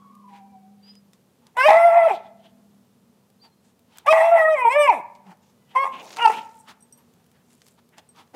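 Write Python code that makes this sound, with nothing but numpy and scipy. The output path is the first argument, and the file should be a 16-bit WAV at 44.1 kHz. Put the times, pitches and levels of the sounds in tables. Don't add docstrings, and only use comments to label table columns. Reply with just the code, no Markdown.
import sys
import numpy as np
from scipy import signal
from scipy.fft import rfft, irfft, next_fast_len
from scipy.io import wavfile
from scipy.ndimage import uniform_filter1d, map_coordinates

SR = 44100
rng = np.random.default_rng(int(sys.argv[2]) if len(sys.argv) > 2 else 0)


def dump(signal):
    limited = np.clip(np.atleast_2d(signal).T, -1, 1)
    pcm = np.round(limited * 32767).astype(np.int16)
    wavfile.write(sys.argv[1], SR, pcm)


def invert_db(x):
    u = np.asarray(x, float) / 20
    return 10 ** u


N = 368235
T = np.arange(N) / SR

# (frequency [Hz], level per Hz [dB])
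AIR = [(18, -63), (30, -35), (86, -2.5), (189, -0.5), (233, -9.5), (303, -13), (449, -8.5), (632, -15),
       (1070, -19), (1460, -24), (2120, -27.5), (2900, -27), (6000, -29.5), (14800, -32), (16000, -41)]
AIR_DB = -61.5
# (time [s], level [dB])
LOW_DRONE = [(0.0, -55.5), (0.74, -50.5), (1.05, -57), (1.4, -75.5), (1.9, -63.5), (2.63, -58), (3.05, -66),
             (3.7, -71.5), (4.58, -75.5), (5.14, -65), (5.65, -69.5), (6.23, -63), (7.11, -74), (8.35, -92)]
HIGH_DRONE_DB, SPIN_DOWN_DB, SPIN_DOWN_S = -66.5, 7, 0.4

# (frequency [Hz], time to fall 60 dB [s])
YARD = [(300, 0.19), (800, 0.43), (2000, 0.58), (3600, 0.16), (5000, 0.013), (12000, 0.007)]
NEAR_ECHO_DB = -21.5

# (start [s], length [s], first pitch [Hz], last pitch [Hz], level [dB])
FAR_OPENING = [
    (0.0, .16, 1108, 1098, -53),
    (.08, .15, 1165, 1185, -60),
    (.03, .18, 1020, 1040, -63),
    (.17, .1, 1130, 1000, -60),
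]
# (start [s], length [s], first pitch [Hz], last pitch [Hz], level [dB])
FAR_FALL = [
    (.205, .17, 985, 951, -54),
    (.4, .08, 965, 955, -65),
    (.29, .47, 835, 766, -53),
]

# (loudest time [s], build-up [s], rustle [dB], crackle over it [dB], thud over it [dB])
DRAGS = [(5.87, .06, -76.5, -4, 17), (6.043, 0.056, -59, -3, 5), (6.123, 0.029, -48.5, -11, -75),
         (6.176, 0.014, -58, -14, -21), (6.301, 0.1, -46.5, -4, -3), (6.599, 0.0607, -74, 11.5, -15),
         (7.53, .05, -68, 2.5, -13), (7.683, 0.053, -65, 3, -23)]
SETTLE = 0.76
# (time [s], peak level [dB], pitch [Hz], time to fall 60 dB [s])
SNAPS = [(0.152, -47, 6000, 0.023), (0.954, -44.5, 5000, 0.038), (1.1333, -40.5, 4440, 0.092),
         (1.4685, -39.5, 4370, 0.043), (3.302, -53, 8400, 0.03), (3.7933, -51.5, 8390, 0.04),
         (3.9728, -37.5, 7820, 0.025), (3.9843, -28.5, 7430, 0.025), (5.1514, -39.5, 2870, 0.093),
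         (5.268, -40, 1500, .04), (8.162, -40, 2490, .03), (6.099, -53.5, 3305, 0.03),
         (6.163, -26.5, 3160, 0.039), (6.1694, -17, 3000, 0.041), (4.126, -18.5, 2300, .02),
         (5.372, -55.5, 9020, .02), (6.543, -46, 2705, 0.031), (7.138, -50, 9620, 0.024),
         (7.2426, -51, 5240, 0.028), (7.264, -51, 7960, 0.032), (7.3154, -46.5, 6080, 0.031),
         (7.5307, -49, 6200, 0.038), (7.6179, -37, 4000, 0.042), (7.666, -41, 6620, 0.03),
         (7.6839, -43, 6750, 0.0305), (7.891, -52, 11430, 0.037), (7.9819, -30.5, 3600, 0.064),
         (8.2755, -48.5, 2670, 0.029)]

# (time [s], peak level [dB], lowest ring [dB], highest ring [dB])
CLINKS = [(6.601, -45.5, -13, -29), (6.8069, -47, -10, -24.5), (6.825, -43, -13, -28),
          (6.925, -39.5, -4, -21), (6.9755, -47.5, -12, -9), (8.09, -43.5, -16.5, -30)]
# (frequency [Hz], level [dB], time to fall 60 dB [s])
TAG_RINGS = [(5780, 13, 0.081), (8400, 10, 0.096), (9730, 8, 0.03), (11670, 16, 0.16)]

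# (middle [s], length [s], level [dB], brightness [dB],
# resonance [Hz])
PANTS = [(0.347, 0.045, -61.5, 1.5, 2120), (0.892, 0.069, -72, 7, 3040), (1.47, 0.047, -69, -0.5, 936),
         (2.144, 0.038, -48.5, -3.5, 3450), (2.25, 0.043, -64.5, -6, 3400), (2.45, 0.044, -60.5, -5, 3130),
         (3.457, 0.024, -61, 1.5, 870), (3.964, 0.067, -65.5, 6.5, 981), (5.3, 0.041, -54, -5.5, 783),
         (5.472, 0.051, -69.5, 1.5, 6440), (5.725, 0.035, -60, -5, 2920), (5.974, 0.055, -45, -32, 2502),
         (6.344, 0.063, -39.5, -7.5, 2693), (6.697, 0.029, -51.5, 2, 1250), (7.0, 0.029, -68, 0, 948),
         (7.2, 0.052, -74.5, 1, 800), (7.37, 0.054, -72.5, 1, 1820), (3.666, 0.048, -71, 0, 8180),
         (7.79, 0.012, -63.5, 1.5, 1220), (7.947, 0.022, -64.5, -20.5, 1765), (7.99, 0.014, -55, 3, 613),
         (8.192, 0.031, -54.5, 3.5, 1130), (8.35, 0.01, -43.5, -5, 492)]
# (frequency [Hz], level per Hz [dB])
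BREATH = [(88, -50.5), (150, -11), (249, -4), (474, -15), (901, -1.5), (1010, -9), (1750, -10), (2250, -13),
          (3140, -11.5), (15800, -33.5)]
# (start [s], length [s], first pitch [Hz], last pitch [Hz], level [dB])
WHISTLE = [
    (0.835, 0.21, 4650, 4970, -53.5),
    (3.422, 0.064, 4670, 4600, -48),
    (3.4, 0.26, 4200, 4200, -70),
]
# (start [s], length [s], first pitch [Hz], last pitch [Hz], level [dB])
GRUNT = [
    (5.27, 0.1, 201, 156.5, -51),
]
# (start [s], length [s], first pitch [Hz], last pitch [Hz], level [dB])
WHINE = [
    (5.58, 0.23, 986, 991, -86),
]

# (time [s], pitch [Hz], effort [dB], brightness [dB], hoarseness [dB])
FIRST_CLIMB = [(1.568, 478.4, -31, -16, 6), (1.578, 487.5, -17.5, -15, -15),
               (1.599, 512.1, -9.5, -11.5, -25), (1.625, 523.4, -11.5, -10.5, -30),
               (1.639, 555.7, -9, -10.5, -29.5), (1.653, 581, -8, -14, -29.5), (1.667, 631, -10, -9.5, -29),
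               (1.677, 606, -8.5, -12, -19), (1.686, 623.5, -13, -18.5, 1.5), (1.72, 640.6, -11.5, -24, -2),
               (1.755, 654, -10.5, -30, -8.5)]
# (time [s], pitch [Hz], effort [dB], brightness [dB], hoarseness [dB])
FIRST_HOLD = [(1.775, 675.3, -12.5, -35, -13), (1.81, 675.4, -13, -32, -13.5),
              (1.87, 686.3, -10.5, -34.5, -23), (1.91, 667.4, -14.5, -34, -14.5),
              (1.975, 688.6, -10, -47.5, -12), (2.01, 670.7, -13.5, -36, -15),
              (2.068, 661.4, -11.5, -27.5, -20.5)]
# (time [s], pitch [Hz], effort [dB], brightness [dB], hoarseness [dB])
FIRST_DROP = [(2.082, 581, -16.5, -25, -10), (2.102, 451, -15.5, -22.5, -8.5),
              (2.112, 412.6, -13, -17, -14), (2.13, 371.8, -19.5, -31, -16),
              (2.147, 333, -28.5, -38.5, -15.5)]
# (time [s], pitch [Hz], effort [dB], brightness [dB], hoarseness [dB])
SECOND_CLIMB = [(4.062, 523.8, -28, -17.5, -0.5), (4.071, 547.1, -10.5, -20.5, -14.5),
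                (4.091, 606.7, -15, -6.5, -17), (4.1, 621.8, -15, -11.5, -22.5),
                (4.111, 639.5, -11.5, -6, -30.5), (4.122, 640.5, -11.5, -8, -19.5),
                (4.127, 648.3, -11, -24, -2.5), (4.15, 654.6, -13, -25, -5.5),
                (4.21, 645.6, -13.5, -24, -6), (4.256, 673, -14.5, -20.5, -11)]
# (time [s], pitch [Hz], effort [dB], brightness [dB], hoarseness [dB])
SECOND_HOLD = [(4.305, 667.2, -15.5, -25.5, -15.5), (4.325, 685, -10.5, -33.5, -19.5),
               (4.372, 662.5, -11, -30, -12), (4.39, 647.6, -16.5, -21, -6.5),
               (4.441, 631, -17, -30.5, -20.5), (4.484, 636, -14.5, -28.5, -24),
               (4.52, 628.5, -14.5, -25.5, -30)]
# (time [s], pitch [Hz], effort [dB], brightness [dB], hoarseness [dB])
DIP = [(4.546, 626.3, -13, -21, -29.5), (4.562, 564.7, -16.5, -16, -28), (4.58, 525.6, -13.5, -11.5, -26.5),
       (4.642, 480.3, -20, -9, -37), (4.654, 465.8, -10, -21.5, -44.5), (4.672, 458, -11.5, -19.5, -46),
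       (4.688, 463, -12, -21, -43), (4.697, 486.1, -20.5, -11.5, -22), (4.711, 507.4, -10, -15.5, -33)]
# (time [s], pitch [Hz], effort [dB], brightness [dB], hoarseness [dB])
SLIDE = [(4.729, 540, -12, -11.5, -33), (4.76, 579.3, -7, -18, -28.5), (4.775, 593.7, -10, -15.5, -38.5),
         (4.816, 593, -8, -15.5, -44.5), (4.862, 566.2, -11.5, -10.5, -29.5),
         (4.89, 491, -14.5, -11.5, -13), (4.901, 457.7, -14, -9, -18), (4.918, 381.8, -23, -8, -5),
         (4.936, 313, -26, -9, 2.5), (5.001, 167.5, -38, -58.5, -15)]
# (time [s], pitch [Hz], effort [dB], brightness [dB], hoarseness [dB])
FIRST_BARK = [(5.752, 511.4, -29, -20.5, 4), (5.759, 513, -15, -15, -16), (5.786, 533.5, -10, -16, -27),
              (5.8, 540.8, -16.5, -11, -34.5), (5.822, 550.3, -15.5, -16.5, -39),
              (5.841, 542.6, -15, -15, -16.5), (5.87, 538.4, -24.5, -47, -5.5),
              (5.896, 531.5, -28, -38, -34), (5.945, 520, -39, -35, -25)]
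# (time [s], pitch [Hz], effort [dB], brightness [dB], hoarseness [dB])
SECOND_BARK = [(6.168, 448, -48, -17, -9), (6.19, 463, -24.5, -6.5, -6), (6.207, 458.6, -25, -10.5, -9.5),
               (6.222, 470, -17.5, -4.5, -27.5), (6.24, 470.6, -15.5, -9, -26.5),
               (6.262, 447, -15, -9, -44), (6.279, 440.5, -22.5, -10.5, -17), (6.3, 440.7, -19, -20, -8),
               (6.322, 458.8, -27.5, -16, -7.5), (6.345, 460, -34.5, -7, -6.5)]
FIRST_BAY = FIRST_CLIMB + FIRST_HOLD + FIRST_DROP
SECOND_BAY = SECOND_CLIMB + SECOND_HOLD + DIP + SLIDE
CALLS = [FIRST_BAY, SECOND_BAY, FIRST_BARK, SECOND_BARK]

# (frequency [Hz], level [dB])
CHEST_AND_MOUTH = [(170, -14), (450, -18), (530, -25.5), (600, -2.5), (680, 0.5), (800, 1),
                   (930, 1.5), (1060, -12.5), (1190, -14.5), (1335, -18.5), (1420, -18.5), (1720, -15.5),
         (1930, -15.5), (2050, -20)]
# (frequency [Hz], level [dB])
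THROAT = [(880, -38), (1500, -3), (2430, 1), (2900, -6.5), (3400, -19), (4100, -38), (4500, -33),
          (5100, -25.5), (5800, -29), (6570, -37), (7260, -37.5), (8410, -21.5), (9600, -29.5),
          (11100, -32.5), (12600, -30.5), (13500, -44), (15800, -58)]
# (frequency [Hz], width [Hz], level [dB])
RASP = [(813, 230, 12), (1300, 120, -16), (1635, 52, -3.5), (2102, 220, 6), (2482, 300, 1.5)]
# (from [s], resonance [Hz], lift [dB], second partial [dB], treble [dB])
JAW = [(0, 2024, 2, 2, -1.5), (1.645, 2290, 3, 3.5, 2.5), (1.672, 2023, 6, -10.5, 1.5),
       (1.705, 2004, 12, -4.5, 2), (1.74, 2032, 9, 0.5, 0), (1.775, 2020, 19.5, 4, -1.5),
       (1.802, 2044, 10, 6.5, -0.5), (1.817, 2040, 16.5, -0.5, 0.5), (1.85, 2042, -1.5, 2, 0.5),
       (1.9, 2020, 13, -0.5, 2.5), (1.93, 2030, 1, -2.5, 0), (1.99, 2040, 9.5, -3.5, -1),
       (2.04, 1994, 3, 1, 0), (2.062, 2460, 7, -14, 0.5), (2.092, 2500, 4, -5, 4),
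       (4.0, 2966, -4.5, -2, -0.5), (4.08, 3084, -11, 13, 0.5), (4.097, 3100, -8.5, 2, 11.5),
       (4.107, 3150, -11.5, -15, 2), (4.118, 1960, 8.5, -8, -2.5), (4.26, 2038, 3, -9, -16.5),
       (4.315, 1985, -1.5, -1, -1.5), (4.36, 1913, 17, -2, 1), (4.42, 1920, 15, 8.5, 4.5),
       (4.494, 2570, 1.5, -0.5, -5), (4.555, 2150, 12, -2.5, 4), (4.7, 2053, 9, -0.5, 3),
       (4.736, 2234, 5.5, -13, 2), (4.756, 2310, 2.5, -0.5, 4), (4.86, 2440, 2, 3.5, 3),
       (5.7, 2126, 12.5, 4, 7), (5.83, 2180, 6, 7, -2), (6.1, 1386, 15, -5, 2.5),
       (6.198, 1410, 22, -3.5, 2), (6.255, 1350, 15, 0, 2), (6.27, 1330, 22, -1.5, 7.5),
       (6.29, 1338, 10.5, -3.5, 3.5)]
JAW_WIDTH_HZ = 120
JAW_ECHO = 0.5
# (from [s], resonance [Hz], lift [dB], third partial [dB], nasal band [dB])
TONGUE = [(0, 2116, 5, 7, 9), (1.64, 2450, 1.5, 4, 8), (1.7, 2700, 2.5, 0, -1),
          (2.05, 2484, 12.5, -3.5, -8.5), (4.0, 2500, 10, 0, 11), (4.085, 2503, 5, -0.5, 2),
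          (4.14, 2660, 5.5, 0.5, -0.5), (4.4, 3820, 9.5, 0, 0.5), (4.55, 2500, 7, -2.5, -7.5),
          (4.72, 2925, 1, -0.5, -4.5), (4.86, 2345, 11, -1, -4), (5.7, 3220, 12.5, -5.5, 11.5),
          (6.1, 2799, 4.5, 0.5, 4), (6.245, 2650, -1.5, -0.5, 14.5), (6.29, 3050, 8, -2, 1.5)]
TONGUE_WIDTH_HZ, NASAL_HZ, NASAL_WIDTH_HZ = 160, 4800, 1100
THIRD_DB = -9
TREBLE_HZ, EDGE_DB, EDGE_FOLLOWS = 4182, -24.5, 0.12
# (strongest lump [s], lasts [s], lumps per second [Hz], depth [0-1])
CREAKS = [(1.693, 0.066, 79, 0.16), (1.787, 0.033, 78, 0.13), (4.127, .02, 110, 0.2),
          (4.373, 0.016, 96, 0.15), (5, 0.036, 90, 0.6), (4.88, .012, 60, .35), (4.9, 0.022, 90, 0),
          (5.8455, 0.038, 95, 0.7), (6.28, 0.029, 44.7, 0.97)]
THIRDS_DB, THIRDS_WANDER = -1.5, 0.75
# (frequency [Hz], level per Hz [dB])
HISS = [(1760, -33), (3000, -6.5), (3310, -1), (3830, -9.5), (4500, -20), (5200, -13.5), (5800, -12),
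        (6600, -16.5), (7300, -10.5), (8500, -9.5), (10600, -15), (12600, -18), (15800, -26.5)]
HISS_DB, HISS_FOLLOWS_RASP, EXHALE_S = -41, 0.46, 0.0074
PUFF_DB, PUFF_S = -49, 0.2
LEAK_DB, LEAK_S = -40, 0.0072


def unit(x):
    return x / np.sqrt(np.mean(x ** 2) + 1e-20)


def along(points, hz):
    f, v = np.transpose(points)
    return np.interp(np.log(hz + 1), np.log(f + 1), v)


def curves(rows):
    s, *cols = np.transpose(rows)
    return [np.interp(T, s, c) for c in cols]


def steps(rows):
    starts, *cols = np.transpose(rows)
    row = np.searchsorted(starts, T, side="right") - 1
    return [uniform_filter1d(c[row], size=661) for c in cols]


def sounding(tables, fade):
    inside = sum((T >= rows[0][0]) & (T <= rows[-1][0] + 0.007) for rows in tables)
    return uniform_filter1d(np.minimum(inside, 1.), round(fade * SR))


def wobble(rate, t=T):
    coarse = T[::16]
    knots = rng.standard_normal(int(N * rate / SR) + 4)
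    return np.interp(t, coarse, map_coordinates(knots, [coarse * rate]))


def bump(hz, centre, width):
    return np.exp(-((hz - centre) / width) ** 2)


def filtered(x, response):
    m = next_fast_len(N + SR // 2)
    return irfft(rfft(x, m) * response(np.fft.rfftfreq(m, 1 / SR)), m)[..., :N]


def resonant(modes):
    def response(f):
        return sum((-1) ** k * invert_db(db) * 1j * f * w / (c * c - f * f + 1j * f * w)
                   for k, (c, w, db) in enumerate(modes))
    return response


def noise(spectrum):
    return unit(filtered(rng.standard_normal(N), lambda hz: invert_db(along(spectrum, hz))))


def patchy(x, depth_db):
    z = signal.stft(x, nperseg=512)[2]
    field = uniform_filter1d(rng.standard_normal(z.shape), size=5, axis=0)
    field = uniform_filter1d(field, size=10, axis=1)
    return unit(signal.istft(z * invert_db(depth_db * unit(field)), nperseg=512)[1][:N])


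def background():
    low_db, = curves(LOW_DRONE)
    low = np.sin(2 * np.pi * 200.5 * T + 0.7 * wobble(9)) * invert_db(1.5 * wobble(11))
    high_db = HIGH_DRONE_DB + SPIN_DOWN_DB * np.exp(-T / SPIN_DOWN_S) + 1.3 * wobble(1.0)
    high = unit(filtered(rng.standard_normal(N), resonant([(238.1, 6.1, 0)])))
    air = invert_db(AIR_DB + 0.8 * wobble(3)) * noise(AIR)
    return air + invert_db(low_db + 3.5) * low + invert_db(high_db + 0.5) * high


def yard(x):
    hz, t, z = signal.stft(rng.standard_normal(SR), SR, nperseg=256)
    hz = hz[:, None]
    boards = invert_db(-60 * t / along(YARD, hz))
    scattered = invert_db(-12.5 - 57 * t) / (1 + (hz / 800) ** 4)
    tail = signal.istft(z * (boards + scattered), SR, nperseg=256)[1]
    delayed = np.pad(x, (600, 0))
    return signal.fftconvolve(delayed, tail / np.linalg.norm(tail))[:N]


def tone(notes, overtones_db, unsteady_db, fade, glide_s, sag_db, wander):
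    out = np.zeros(N)
    for s, length, first_hz, last_hz, db in notes:
        on = sounding([[(s,), (s + length,)]], fade)
        live = on > 0
        t = np.clip(T[live] - s, 0, length)
        hz = last_hz + (first_hz - last_hz) * np.exp(-t / glide_s)
        hz = hz * (1 + wander * wobble(30, T[live]))
        phase = 2 * np.pi * np.cumsum(hz) / SR
        wave = sum(invert_db(o) * np.sin(k * phase) for k, o in enumerate(overtones_db, 1))
        level_db = db - sag_db * (t / length) ** 2 + unsteady_db * wobble(45, T[live])
        out[live] += np.sqrt(2) * on[live] * invert_db(level_db) * wave
    return out


def far_howl():
    return tone(FAR_OPENING + FAR_FALL, [0, -30, -29], unsteady_db=3.5, fade=0.033, glide_s=0.069,
                sag_db=24.5, wander=0.016)


def leaves():
    s, build, db, crackle_db, thud_db = np.transpose(DRAGS)[:, :, None]
    stroke = invert_db(db) * np.exp(-np.abs(T - s) / np.where(T < s, build, SETTLE * build))
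    grains = rng.standard_normal((2, N)) * invert_db(4.4 * np.array([wobble(320), wobble(300)]))
    rustle_colour = [(200, -21.5), (800, 14.5), (3000, 14.0), (7000, 14.5), (9000, -33.0)]
    crackle_colour = [(5000, -21.5), (7500, 5.5), (12000, -3.0), (15800, -11.5)]
    rustle = unit(filtered(grains[0], lambda f: invert_db(along(rustle_colour, f))))
    crackle = unit(filtered(grains[1], lambda f: invert_db(along(crackle_colour, f))))
    thud = noise([(120, -27.0), (300, -1.5), (900, 1.5), (1600, -30.0)])
    out = invert_db(2) * rustle * stroke.sum(axis=0)
    out += invert_db(crackle_db[:, 0] - 1.0) @ stroke * crackle
    out += invert_db(thud_db[:, 0] + 8.5) @ stroke * thud
    out = np.pad(out, (0, SR))
    t = np.arange(SR // 8) / SR
    for s, db, hz, t60 in SNAPS:
        fading = invert_db(-60 * t / 0.008) + 0.33 * invert_db(-60 * t / t60)
        burst = rng.standard_normal(len(t)) * fading
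        b, a = signal.butter(2, [hz / 7.2, min(hz * 2.0, 20000)], "bandpass", fs=SR)
        out[round(s * SR):][:len(t)] += invert_db(db - 5.5) * signal.lfilter(b, a, burst)
    return out[:N]


def tags():
    out = np.zeros(N + SR)
    t = np.arange(SR // 3) / SR
    for s, db, low_db, high_db in CLINKS:
        strengths = [low_db, *rng.normal(0, 2.3, size=2), high_db]
        ring = sum(invert_db(level + own - 60 * t / t60) * np.sin(2 * np.pi * hz * t)
                   for (hz, level, t60), own in zip(TAG_RINGS, strengths))
        out[round(s * SR):][:len(t)] += invert_db(db - 17.0) * ring * (1 - np.exp(-t / 0.000083))
    return out[:N]


def panting():
    air = noise(BREATH) * invert_db(2.5 * wobble(60))
    out = np.zeros(N)
    for s, length, db, tilt_db, hz in PANTS:
        near = np.abs(T - s) < 3 * length
        dark = signal.lfilter(*signal.butter(4, 3700, fs=SR), air[near])
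        bright = air[near] - dark
        mouth = unit(signal.lfilter(*signal.iirpeak(hz, 4, fs=SR), air[near]))
        puff = invert_db(db) * bump(T[near], s, length)
        out[near] += puff * (dark + invert_db(tilt_db) * bright + 0.93 * mouth)
    return out


def nose_and_sighs():
    whistle = tone(WHISTLE, [0, -30], unsteady_db=5.0, fade=0.021, glide_s=0.028, sag_db=37, wander=0.0027)
    grunt = tone(GRUNT, [0, -20], unsteady_db=10.5, fade=0.034, glide_s=0.062, sag_db=23, wander=0.01)
    whine = tone(WHINE, [0, 4, 0], unsteady_db=3, fade=0.04, glide_s=0.066, sag_db=-12, wander=0.02)
    return whistle + grunt + whine


def creak():
    gain = np.ones(N)
    for s, lasts, rate, depth in CREAKS:
        near = (T > s - 1 / rate) & (T < s + lasts)
        cycles = rate * (T[near] - s)
        grip = np.clip(2 * np.minimum(cycles + 1, rate * lasts - cycles), 0, 1) * np.clip(depth, 0, 1)
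        gain[near] += grip * np.cos(2 * np.pi * cycles + 0.3 * wobble(40, T[near]))
    return gain


def jaw_lift(hz, jaw_hz, jaw_db):
    direct = bump(hz, jaw_hz, JAW_WIDTH_HZ)
    octave = bump(hz / 2, jaw_hz, JAW_WIDTH_HZ)
    return jaw_db * (direct + JAW_ECHO * octave)


def low_partial_levels(pitch, effort_db, jaw, third_db):
    jaw_hz, jaw_db, second_db, _ = jaw
    own_db = {1: 0, 2: second_db, 3: THIRD_DB + third_db}
    levels = []
    for k in (1, 2, 3):
        passed = along(CHEST_AND_MOUTH, k * pitch) + jaw_lift(k * pitch, jaw_hz, jaw_db)
        levels.append(effort_db + passed + own_db[k] + 1.5 * (k - 1) * wobble(32))
    return levels


def upper_partials(pitch, phase, bright_db, live, jaw, tongue):
    jaw_hz, jaw_db, _, treble_db = [c[live] for c in jaw]
    tongue_hz, tongue_db, _, nasal_db = [c[live] for c in tongue]
    pitch, phase, t = pitch[live], phase[live], T[live]
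    gains = []
    for k in range(4, 28):
        hz = k * pitch
        level_db = along(THROAT, hz) + jaw_lift(hz, jaw_hz, jaw_db)
        level_db += tongue_db * bump(hz, tongue_hz, TONGUE_WIDTH_HZ)
        level_db += nasal_db * bump(hz, NASAL_HZ, NASAL_WIDTH_HZ)
        gains.append(invert_db(level_db + 5.2 * wobble(30, t)))
    shake = 0.006 * wobble(250, t)
    edge = invert_db((EDGE_FOLLOWS - 0.5) * (bright_db[live] - EDGE_DB) + treble_db)
    total = 0
    for k, gain in enumerate(gains, 4):
        in_treble = np.clip((k * pitch - TREBLE_HZ) / 300, 0, 1)
        total = total + gain * edge ** in_treble * np.cos(k * phase + k * k * (1 + shake))
    out = np.zeros(N)
    out[live] = total / np.linalg.norm(gains, axis=0)
    return out


def third_lines(pitch, phase, live):
    t = T[live]
    drift = THIRDS_WANDER * wobble(60, t)
    lines = [j for j in range(4, 14) if j % 3]
    mouth = resonant(RASP)
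    gains = [np.abs(mouth(j * pitch[live] / 3)) ** 2 * invert_db(3.5 * wobble(40, t)) for j in lines]
    total = sum(g * np.cos(j * phase[live] / 3 + drift + j * j) for j, g in zip(lines, gains))
    out = np.zeros(N)
    out[live] = total / np.linalg.norm(gains, axis=0)
    return out


def teeth_hiss(on, rasp_db, phase):
    hiss = patchy(noise(HISS), depth_db=3) * (1 + 0.5 * np.cos(phase))
    flow = on * invert_db(HISS_DB + HISS_FOLLOWS_RASP * rasp_db)
    flow += on * invert_db(PUFF_DB) * sum(np.exp(-np.abs(T - rows[0][0]) / PUFF_S) for rows in CALLS[:2])
    keep = np.exp(-1 / (EXHALE_S * SR))
    return np.maximum(flow, signal.lfilter([1 - keep], [1, -keep], flow)) * hiss


def voice():
    pitch, effort_db, bright_db, hoarse_db = curves(sum(map(list, CALLS), []))
    pitch = uniform_filter1d(pitch, size=441) * (1 + 0.0025 * wobble(22))
    jaw, tongue = steps(JAW), steps(TONGUE)
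    on = sounding(CALLS, fade=0.0016)
    live = on > 0

    low_db = low_partial_levels(pitch, effort_db, jaw, third_db=tongue[2])
    rasp_db = effort_db + hoarse_db
    tone_size = np.linalg.norm(invert_db(np.array(low_db)), axis=0)
    rough = np.clip(invert_db(rasp_db) / tone_size, 0.02, 0.5)

    phase = 2 * np.pi * np.cumsum(pitch * (1 + 0.0025 * wobble(60))) / SR
    slip = 0.65 * rough * wobble(220)
    clean = sum(invert_db(db + 1.3 * k * wobble(90)) * np.cos(k * phase + (k - 0.8) * slip + k)
                for k, db in enumerate(low_db, 1))
    upper = upper_partials(pitch, phase + slip, bright_db, live, jaw, tongue)
    clean += invert_db(effort_db + bright_db - 1.0) * upper

    flutter = 1 + 0.29 * np.sin(2 * np.pi * np.cumsum(85 + 20 * wobble(25)) / SR)
    mouth = resonant(RASP)
    rasp = unit(filtered(flutter * rng.standard_normal(N),
                         lambda f: mouth(f) ** 2 / (1 + (700 / (f + 1)) ** 8)))
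    thirds = third_lines(pitch, phase, live)
    hoarse = invert_db(rasp_db) * (0.84 * rasp + invert_db(THIRDS_DB) * thirds)
    fluttered = np.sqrt(2) * clean * (1 + rough * (flutter - 1))

    leak = sum(np.exp(-np.abs(T - rows[0][0]) / LEAK_S) * (T < rows[0][0]) for rows in CALLS[:3])
    called = on * creak() * (fluttered + hoarse)
    return called + teeth_hiss(on, rasp_db, phase) + invert_db(LEAK_DB) * leak * rasp


def scene():
    far = far_howl()
    near = leaves() + tags() + panting() + nose_and_sighs() + voice()
    echo = yard(invert_db(NEAR_ECHO_DB) * near + invert_db(-2.5) * far)
    return (background() + echo + invert_db(-7.5) * far + near)[None]


def masked(x, below_db):
    hz, _, z = signal.stft(x, SR, nperseg=1536)
    hz = hz[:, None]
    size = np.abs(z)
    floor = invert_db(below_db - 9 * (hz > 11500)) * size.max(axis=1, keepdims=True)
    weak = (size < floor) & (hz > 3300)
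    return signal.istft(z * ~weak, SR, nperseg=1536)[1][:, :N]


def band_limit(x):
    return signal.sosfilt(signal.butter(12, 16630, fs=SR, output="sos"), x)


def record(dry):
    overloaded = dry / (1 + np.abs(dry / 0.69) ** 12) ** (1 / 12)
    heard = filtered(overloaded, lambda f: (f < 15800) / (1 + (80 / (f + 1)) ** 2))
    mix = masked(heard, below_db=-60)
    return band_limit(mix)


dry = scene()
out = record(dry)
dump(out)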